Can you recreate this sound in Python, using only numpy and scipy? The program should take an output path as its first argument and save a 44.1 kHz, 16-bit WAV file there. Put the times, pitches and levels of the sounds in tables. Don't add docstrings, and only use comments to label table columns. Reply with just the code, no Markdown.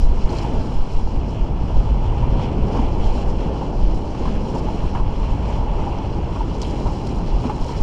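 import sys
import numpy as np
from scipy import signal
from scipy.io import wavfile
from scipy.ndimage import uniform_filter1d

SR = 44100
rng = np.random.default_rng(int(sys.argv[2]) if len(sys.argv) > 2 else 0)


def to_wav(s):
    ch = np.atleast_2d(s).T
    pcm = np.round(np.clip(ch, -1, 1) * 32767)
    wavfile.write(sys.argv[1], SR, pcm.astype(np.int16))


N = 344862
CONTROL_STEP = 40


def from_db(db):
    return 10 ** (np.asarray(db) / 20)


def rms_one(x):
    return x / np.sqrt(np.mean(x ** 2) + 1e-20)


def in_time(rows):
    t_s, *columns = np.transpose(rows)
    return [np.interp(np.arange(N) / SR, t_s, column) for column in columns]


def drift(corner_hz):
    r = np.exp(-2 * np.pi * corner_hz * CONTROL_STEP / SR)
    run_in = 2000
    coarse = rng.standard_normal(N // CONTROL_STEP + run_in + 2)
    slow = signal.lfilter([1], [1, -2 * r, r * r], coarse)[run_in:]
    return np.interp(np.arange(N) / CONTROL_STEP, np.arange(len(slow)), rms_one(slow))


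def noise():
    return rng.standard_normal((2, N + SR))


def grains(per_s, spread_db):
    sizes = from_db(spread_db * np.minimum(rng.exponential(1, (2, N)), 4))
    signed = sizes * rng.choice([-1, 1], (2, N))
    hits = rng.random((2, N)) < per_s / SR
    return rms_one(signed * hits) + 1e-18


def banded(sources, spectrum, shared_db, own_db, rate_hz):
    hz, level_db = np.transpose(spectrum)
    out, together = 0, drift(rate_hz)
    edges_hz = 5.6 * 2 ** np.arange(0, 11.7, 1 / 3)
    for k, (low_hz, high_hz) in enumerate(zip(edges_hz, edges_hz[1:])):
        centre_hz = np.sqrt(low_hz * high_hz)
        if .9 * hz[0] < centre_hz < 1.1 * hz[-1]:
            bandpass = signal.butter(2, [low_hz, high_hz], "band", fs=SR, output="sos")
            band = signal.sosfilt(bandpass, sources[k % 2])[-N:]
            band_db = np.interp(np.log(centre_hz), np.log(hz), level_db)
            flicker_db = shared_db * together + own_db * drift(2 * rate_hz)
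            out = out + band * from_db(band_db + flicker_db)
    return rms_one(out)


def resonance(x, hz, width_hz):
    r = np.exp(-np.pi * width_hz / SR)
    numerator = np.array([1, 0, -1]) * (1 - r * r) / 2
    return signal.lfilter(numerator, [1, -2 * r * np.cos(2 * np.pi * hz / SR), r * r], x)


def pings(rows, rise_s, decay_s, spread):
    out, t = np.zeros(N + SR), np.arange(SR // 10) / SR
    rise = (t / rise_s) ** 2 / (1 + (t / rise_s) ** 2)
    shape = rise * np.exp(-t / decay_s)
    for start_s, peak_db, hz, noisy in rows:
        width_hz = spread * hz * np.clip(noisy, .1, 1)
        puff = shape * rng.standard_normal(len(t))
        for _ in range(2):
            puff = resonance(puff, hz, width_hz)
        tone = np.sin(2 * np.pi * hz * t) * shape
        share = np.clip(noisy, 0, 1)
        ping = (1 - share) * rms_one(tone) + share * rms_one(puff)
        out[round(start_s * SR):][:len(t)] += from_db(peak_db) * ping / np.abs(ping).max()
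    return out[:N]


def swells(top_s, peak_db, length_s, tail, floor_db):
    t = np.arange(0, N + CONTROL_STEP, CONTROL_STEP) / SR
    since_s = t - top_s[:, None]
    away = since_s / np.maximum(length_s, .01)[:, None] / np.where(since_s > 0, tail, 1)
    power = from_db(2 * peak_db) @ np.exp(-away ** 2)
    return np.sqrt(from_db(2 * floor_db) + np.interp(np.arange(N) / SR, t, power))


def fizz(per_s, q, low_hz, high_hz):
    pitches_hz, dealt = np.geomspace(low_hz, high_hz, 14), rng.integers(0, 14, N)
    clicks, out = grains(per_s, spread_db=-1.0)[0], 0
    for k, hz in enumerate(pitches_hz):
        soft = resonance(clicks * (dealt == k) + 1e-18, hz, 0.74 * hz)
        out = out + resonance(soft, hz, hz / q)
    return rms_one(out)


# [f/Hz, relative density/dB per Hz]
WASH_SPECTRUM = [(700, 9), (1200, -6.5), (1800, -2), (2600, 0), (3300, -1), (4200, -10.5), (6000, -7.5),
                 (9000, -63)]


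def wash():
    foam = noise()[:, :N] + 0.86 * grains(per_s=2700, spread_db=5.0)
    return banded(foam, WASH_SPECTRUM, shared_db=-1.0, own_db=1.35, rate_hz=5.6)


# [f/Hz, relative density/dB per Hz]
SPRAY_SPECTRUM = [(2600, -20.5), (3400, 0), (4200, 5.5), (5600, 2.5), (7000, -8.5), (9000, -23),
                  (11000, -30), (13000, -51), (15500, -58.5)]


def spray(mist):
    hiss = banded(mist, SPRAY_SPECTRUM, shared_db=2.2, own_db=1.2, rate_hz=9.3)
    return hiss + 0.24 * fizz(per_s=270, q=15.0, low_hz=2380, high_hz=7520)


# [f/Hz, relative density/dB per Hz]
THROWN_SPECTRUM = [(2600, -10.5), (3400, 5), (4200, 9), (5600, 5.5), (7000, -6), (9000, -22.5),
                   (11000, -30), (13000, -35), (15500, -52)]


def thrown_water(mist):
    hiss = banded(mist[::-1], THROWN_SPECTRUM, shared_db=2.3, own_db=2.0, rate_hz=33.0)
    return hiss + 0.44 * fizz(per_s=490, q=8.3, low_hz=2880, high_hz=6320)


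# [t/s, wash level/dB, spray level/dB]
FLOW = [(0, -45, -51.5), (.6, -42.5, -51.5), (1.1, -48.5, -53), (1.6, -45, -62), (2.3, -44, -62.5),
        (3.0, -44, -54), (3.9, -47, -52), (4.7, -47, -55.5), (5.5, -45, -57), (6.3, -44.5, -56),
        (6.9, -46.5, -49), (7.82, -43.5, -52)]
# [top t/s, wash level/dB, thrown-water level/dB, rise length/s]
PLOUGH_SURGES = [(.01, -53, -44.5, 0.028), (0.333, -46, -45, 0.041), (.395, -42.5, -48.5, 0.077),
                 (0.738, -68, -52.5, 0.11), (0.936, -63, -50.5, 0.051), (1.31, -63, -51, 0.035),
                 (1.787, -54, -54.5, 0.14), (2.077, -44, -67, 0.086), (2.432, -41.5, -64, 0.056),
                 (2.754, -43, -49.5, 0.062), (3.08, -46, -49, 0.064), (3.194, -54, -47.5, 0.034),
                 (3.408, -43, -59, 0.031), (3.975, -62, -51, 0.028), (4.25, -44, -70, 0.089),
                 (4.508, -58, -47, 0.067), (4.74, -47, -51.5, 0.13), (4.96, -59, -52, 0.034),
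                 (5.267, -45, -54, 0.086), (5.504, -41.5, -56, 0.061), (5.82, -45.5, -54, 0.075),
                 (6.38, -58, -50, 0.042), (6.64, -43, -46, 0.035), (6.77, -47, -50.5, 0.094),
                 (7.11, -49, -51, 0.058), (7.464, -43, -46.5, 0.023), (7.71, -60, -45.5, 0.11)]
SURGE_TAIL = 1.4
GURGLE_DB, GURGLES_PER_S = -5.5, 400
LAP_DB, MEDIAN_LAPS_PER_S = 3.5, 70


def water():
    wash_db, spray_db = in_time(FLOW)
    top_s, surge_wash_db, surge_thrown_db, length_s = np.transpose(PLOUGH_SURGES)
    mist_per_s = 2500 * from_db(1.8 * drift(18.0))
    mist = noise()[:, :N] + 0.39 * grains(mist_per_s, spread_db=0.0)
    wash_gain = swells(top_s, surge_wash_db, length_s, SURGE_TAIL, wash_db)
    thrown_gain = swells(top_s, surge_thrown_db, length_s, SURGE_TAIL, -90)
    gurgle = fizz(GURGLES_PER_S, q=6.9, low_hz=1072, high_hz=1313)
    laps_per_s = MEDIAN_LAPS_PER_S * from_db(4.0 * drift(3.0))
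    laps = fizz(laps_per_s, q=4.2, low_hz=356, high_hz=755)
    return (wash_gain * wash() + thrown_gain * thrown_water(mist) + from_db(spray_db) * spray(mist)
            + from_db(wash_db + GURGLE_DB) * gurgle + from_db(wash_db + LAP_DB) * laps)


# [t/s, peak level before the case wall/dB, f/Hz, noisy share/0-1]
CASE_DROPS = [(.2094, -43, 5150, .6), (.2922, -33, 4270, 0.4), (.3282, -31, 4800, 1),
              (.3845, -28, 4290, 0.7), (3.0415, -34, 4300, 0.65), (3.125, -36, 4800, 0.7),
              (3.957, -42, 5250, 0.5), (4.283, -37, 3130, .6), (5.243, -38, 3900, 0.6),
              (5.985, -38, 5030, 0.5), (6.1295, -39.5, 3070, 0.7), (6.583, -40, 5500, 1),
              (6.6163, -22, 5300, 0.63), (6.6165, -27, 3350, 0.42), (6.624, -25.5, 5030, 0.75),
              (6.631, -27, 3900, 0.45), (6.648, -34, 3200, 0.4), (6.709, -34, 5000, 1),
              (6.757, -39, 2950, 0.5), (7.0698, -29, 4500, 0.9), (7.0916, -37, 5580, 0.4),
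              (7.6445, -32, 5470, 0.9), (7.6634, -38, 5320, 0.9), (7.7194, -32, 4370, 0.6)]


def drops():
    ticks = pings(CASE_DROPS, rise_s=0.0004, decay_s=0.0026, spread=0.7)
    return signal.sosfilt(signal.butter(2, 9000, fs=SR, output="sos"), ticks)


# [t/s, peak level/dB, f/Hz, noisy share/0-1]
HULL_KNOCKS = [(2.794, -15, 247, .2), (4.273, -19.5, 233, 0.4), (4.952, -33, 1550, 0.7),
               (7.452, -14, 236, 0.4)]


def hull_rings():
    return pings(HULL_KNOCKS, rise_s=0.001, decay_s=0.008, spread=0.6)


# [t/s, body level/dB, splash decay/s, treble level re body/dB]
HULL_SLAPS = [(0.274, -37, 0.023, 3), (0.331, -30, 0.026, -3), (2.23, -28, 0.018, -3.5),
              (2.746, -27, 0.033, -10), (2.768, -35, 0.025, -6), (3.177, -36, 0.019, 4),
              (3.61, -35, 0.038, 1), (4.148, -39, 0.011, 9), (4.254, -30, 0.02, 0), (4.274, -31, 0.012, -2),
              (4.535, -38, 0.023, -3), (4.95, -26.5, 0.018, -3), (4.97, -34, 0.02, -3),
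              (5.231, -30, 0.01, 0), (6.859, -25, 0.026, -21), (7.436, -33, 0.044, -8),
              (7.495, -34.5, 0.027, 5)]
# [f/Hz, relative density/dB per Hz]
SLAP_SPECTRUM = [(120, 1), (300, -3.5), (650, 6), (1000, 10), (1500, -5), (2200, -11), (3300, -10.5),
                 (4500, -27), (7000, -25), (11000, -55)]
SLAP_TREBLE_HZ, SLAP_RISE_S, CRACK_DECAY_S = 1300, .0012, .004


def slaps():
    envelope, t = np.zeros((2, N + SR)), np.arange(SR // 3) / SR
    crack = .6 * np.exp(-t / CRACK_DECAY_S)
    for start_s, body_db, decay_s, treble_db in HULL_SLAPS:
        fall = crack + np.exp(-t / max(decay_s, .004))
        shape = (1 - np.exp(-t / SLAP_RISE_S)) * fall
        gains = from_db([[body_db], [body_db + treble_db]])
        envelope[:, round(start_s * SR):][:, :len(t)] += gains * shape
    splash = noise()[:, :N] + 0.3 * grains(per_s=1700, spread_db=5.0)
    splash = banded(splash, SLAP_SPECTRUM, shared_db=-0.8, own_db=1.5, rate_hz=6.2)
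    body = signal.sosfiltfilt(signal.butter(2, SLAP_TREBLE_HZ, fs=SR, output="sos"), splash)
    treble = splash - body
    return envelope[0, :N] * body + envelope[1, :N] * treble + hull_rings()


CAVITY_PITCHES = [817, 863, 950]
CAVITY_WIDTH_HZ = 96.5


def cavity():
    out = 0
    for hz in CAVITY_PITCHES:
        puffs = rng.standard_normal(N) * from_db(1.95 * drift(24.0))
        ring = resonance(puffs, hz, CAVITY_WIDTH_HZ)
        out = out + resonance(ring, hz, 4 * CAVITY_WIDTH_HZ)
    return rms_one(out)


# [t/s, peak level/dB, f/Hz, noisy share/0-1]
CAVITY_KICKS = [(0.448, -23, 880, 0.45), (2.124, -25.5, 933, 0.2), (2.393, -21, 950, 0.7),
                (2.79, -21, 945, 0), (2.828, -22, 814, 0.46), (3.156, -23, 850, 0.1),
                (3.618, -21.5, 875, 0.52), (3.633, -28, 925, 0.1), (3.708, -31, 880, 0.1),
                (3.728, -27, 850, 0.44), (4.279, -28, 880, 0.3), (4.549, -25, 947, 0),
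                (4.56, -21.5, 905, 0.1), (4.685, -22, 880, 0.26), (4.953, -26, 950, 0.26),
                (4.999, -22, 895, 0.4), (5.233, -36, 950, 0.3), (5.873, -18.5, 810, 0.26),
                (6.359, -25.5, 967, 0.5), (6.406, -18.5, 903, 0.27), (7.498, -17.5, 840, 0),
                (7.692, -24.5, 950, 0.1)]


def kicks():
    return pings(CAVITY_KICKS, rise_s=0.00076, decay_s=0.0073, spread=0.61)


# [f/Hz, relative density/dB per Hz]
BUFFET_SPECTRUM = [(80, -9), (140, -2), (220, -2), (450, -7.5), (700, -15), (1150, -29), (1550, -48.5),
                   (2500, -38.5)]


def buffet():
    return banded(noise(), BUFFET_SPECTRUM, shared_db=1.0, own_db=1.12, rate_hz=2.53)


# [f/Hz, relative density/dB per Hz]
RUMBLE_SPECTRUM = [(25, -2), (45, 3), (80, -3.5), (130, -6.5), (200, -15.5), (300, -39)]


def rumble():
    return banded(noise(), RUMBLE_SPECTRUM, shared_db=-0.24, own_db=-1.2, rate_hz=28.0)


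# [f/Hz, relative density/dB per Hz]
THUMP_SPECTRUM = [(12, -25), (18, 10.5), (30, 8.5), (45, 4.5), (70, -9.5), (110, -35)]
# [f/Hz, relative density/dB per Hz]
SWAY_SPECTRUM = [(6, 12.5), (11, -23)]
SWAY_DB = -2
THUMP_EVEN = 0.73


def thump():
    push = banded(noise(), THUMP_SPECTRUM, shared_db=-1.5, own_db=-1.0, rate_hz=0.63)
    running = uniform_filter1d(np.abs(push), size=1500)
    push = rms_one(push / (running + .1) ** THUMP_EVEN)
    sway = banded(noise(), SWAY_SPECTRUM, shared_db=0.6, own_db=-1.0, rate_hz=1.2)
    return rms_one(push + from_db(SWAY_DB) * sway)


# [top t/s, level/dB, rise length/s (10 ms minimum applies)]
BIG_EDDIES = [(0.059, -9, 0.041), (0.145, -14.5, 0.043), (0.253, -11, 0.017), (0.573, -19.5, 0.028),
              (0.8, -12.5, 0.026), (0.968, -14, 0.019), (1.05, -14.5, 0.019), (1.175, -15.5, 0.026),
              (1.426, -10.5, 0.02), (1.575, -18, 0.086), (1.784, -6.5, 0.029), (1.881, -11.5, 0.016),
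              (1.995, -16.5, 0.15), (2.305, -13.5, 0.056), (2.637, -15.5, 0.038), (2.85, -15, 0.051),
              (3.052, -9, 0.059), (3.292, -19.5, 0.052), (3.846, -10, 0.065), (3.993, -17.5, 0.03),
              (4.26, -17.5, 0.036), (4.38, -18, 0.034), (4.672, -17, 0.058), (4.837, -9.5, 0.025),
              (5.034, -15, 0.054), (5.193, -19.5, 0.054), (5.335, -13.5, 0.017), (5.74, -17.5, 0.088),
              (6.865, -17, 0.036), (7.342, -12, 0.04), (7.63, -18.5, 0.022), (7.815, -11, 0.0083)]
THUMP_TAIL = 1
THUMP_FLOOR_DB = -30.5


def eddy_gain():
    return swells(*np.transpose(BIG_EDDIES), THUMP_TAIL, THUMP_FLOOR_DB)


# [t/s, rumble level/dB, buffeting level/dB, cavity level/dB]
WIND_STRENGTH = [(0, -26.5, -31.5, -39.5), (.45, -20.5, -25.5, -36.5), (.85, -27, -32.5, -39.5),
                 (1.1, -22.5, -30.5, -38), (1.35, -22.5, -28, -40), (1.6, -22, -31, -38),
                 (2.25, -17.5, -26.5, -36), (2.8, -21, -26, -36.5), (3.2, -22.5, -26, -36),
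                 (3.65, -25, -28.5, -37.5), (4.1, -25.5, -28.5, -38.5), (4.6, -23, -26, -37),
                 (5.05, -23.5, -29.5, -37.5), (5.45, -20, -29, -33.5), (5.85, -23.5, -27.5, -34),
                 (6.05, -23, -30.5, -37.5), (6.8, -23, -26.5, -36.5), (7.05, -23.5, -29.5, -38.5),
                 (7.45, -22.5, -28, -36.5), (7.82, -26.5, -31.5, -37)]
THUMP_IN_RUMBLE_DB = -21.5


def wind():
    rumble_db, buffet_db, cavity_db = in_time(WIND_STRENGTH)
    thump_gain = eddy_gain()
    rumble_gain = np.hypot(from_db(rumble_db), from_db(THUMP_IN_RUMBLE_DB) * thump_gain)
    eddies = thump_gain * thump() + rumble_gain * rumble() + from_db(buffet_db) * buffet()
    return eddies + from_db(cavity_db) * cavity() + kicks()


def scene():
    return (water() + drops() + slaps() + wind())[None]


# [f/Hz, width/Hz, gain/dB]
HOUSING_COLOUR = [(1900, 320, -3.5), (2933, 344, 3.5), (3676, 590, -8.5), (4060, 82, 3), (6560, 160, -3.5),
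                  (8700, 580, 3.5), (9400, 1100, -1.5)]
STOPBAND_HZ, STOPBAND_DB = 15700, 70


def record(dry):
    for hz, width_hz, gain_db in HOUSING_COLOUR:
        dry = dry + (from_db(gain_db) - 1) * resonance(dry, hz, width_hz)
    rounded = 1.3 * np.tanh(dry / 1.3)
    lowpass = signal.cheby2(12, STOPBAND_DB, STOPBAND_HZ, fs=SR, output="sos")
    return signal.sosfilt(lowpass, rounded)


dry = scene()
out = record(dry)
to_wav(out)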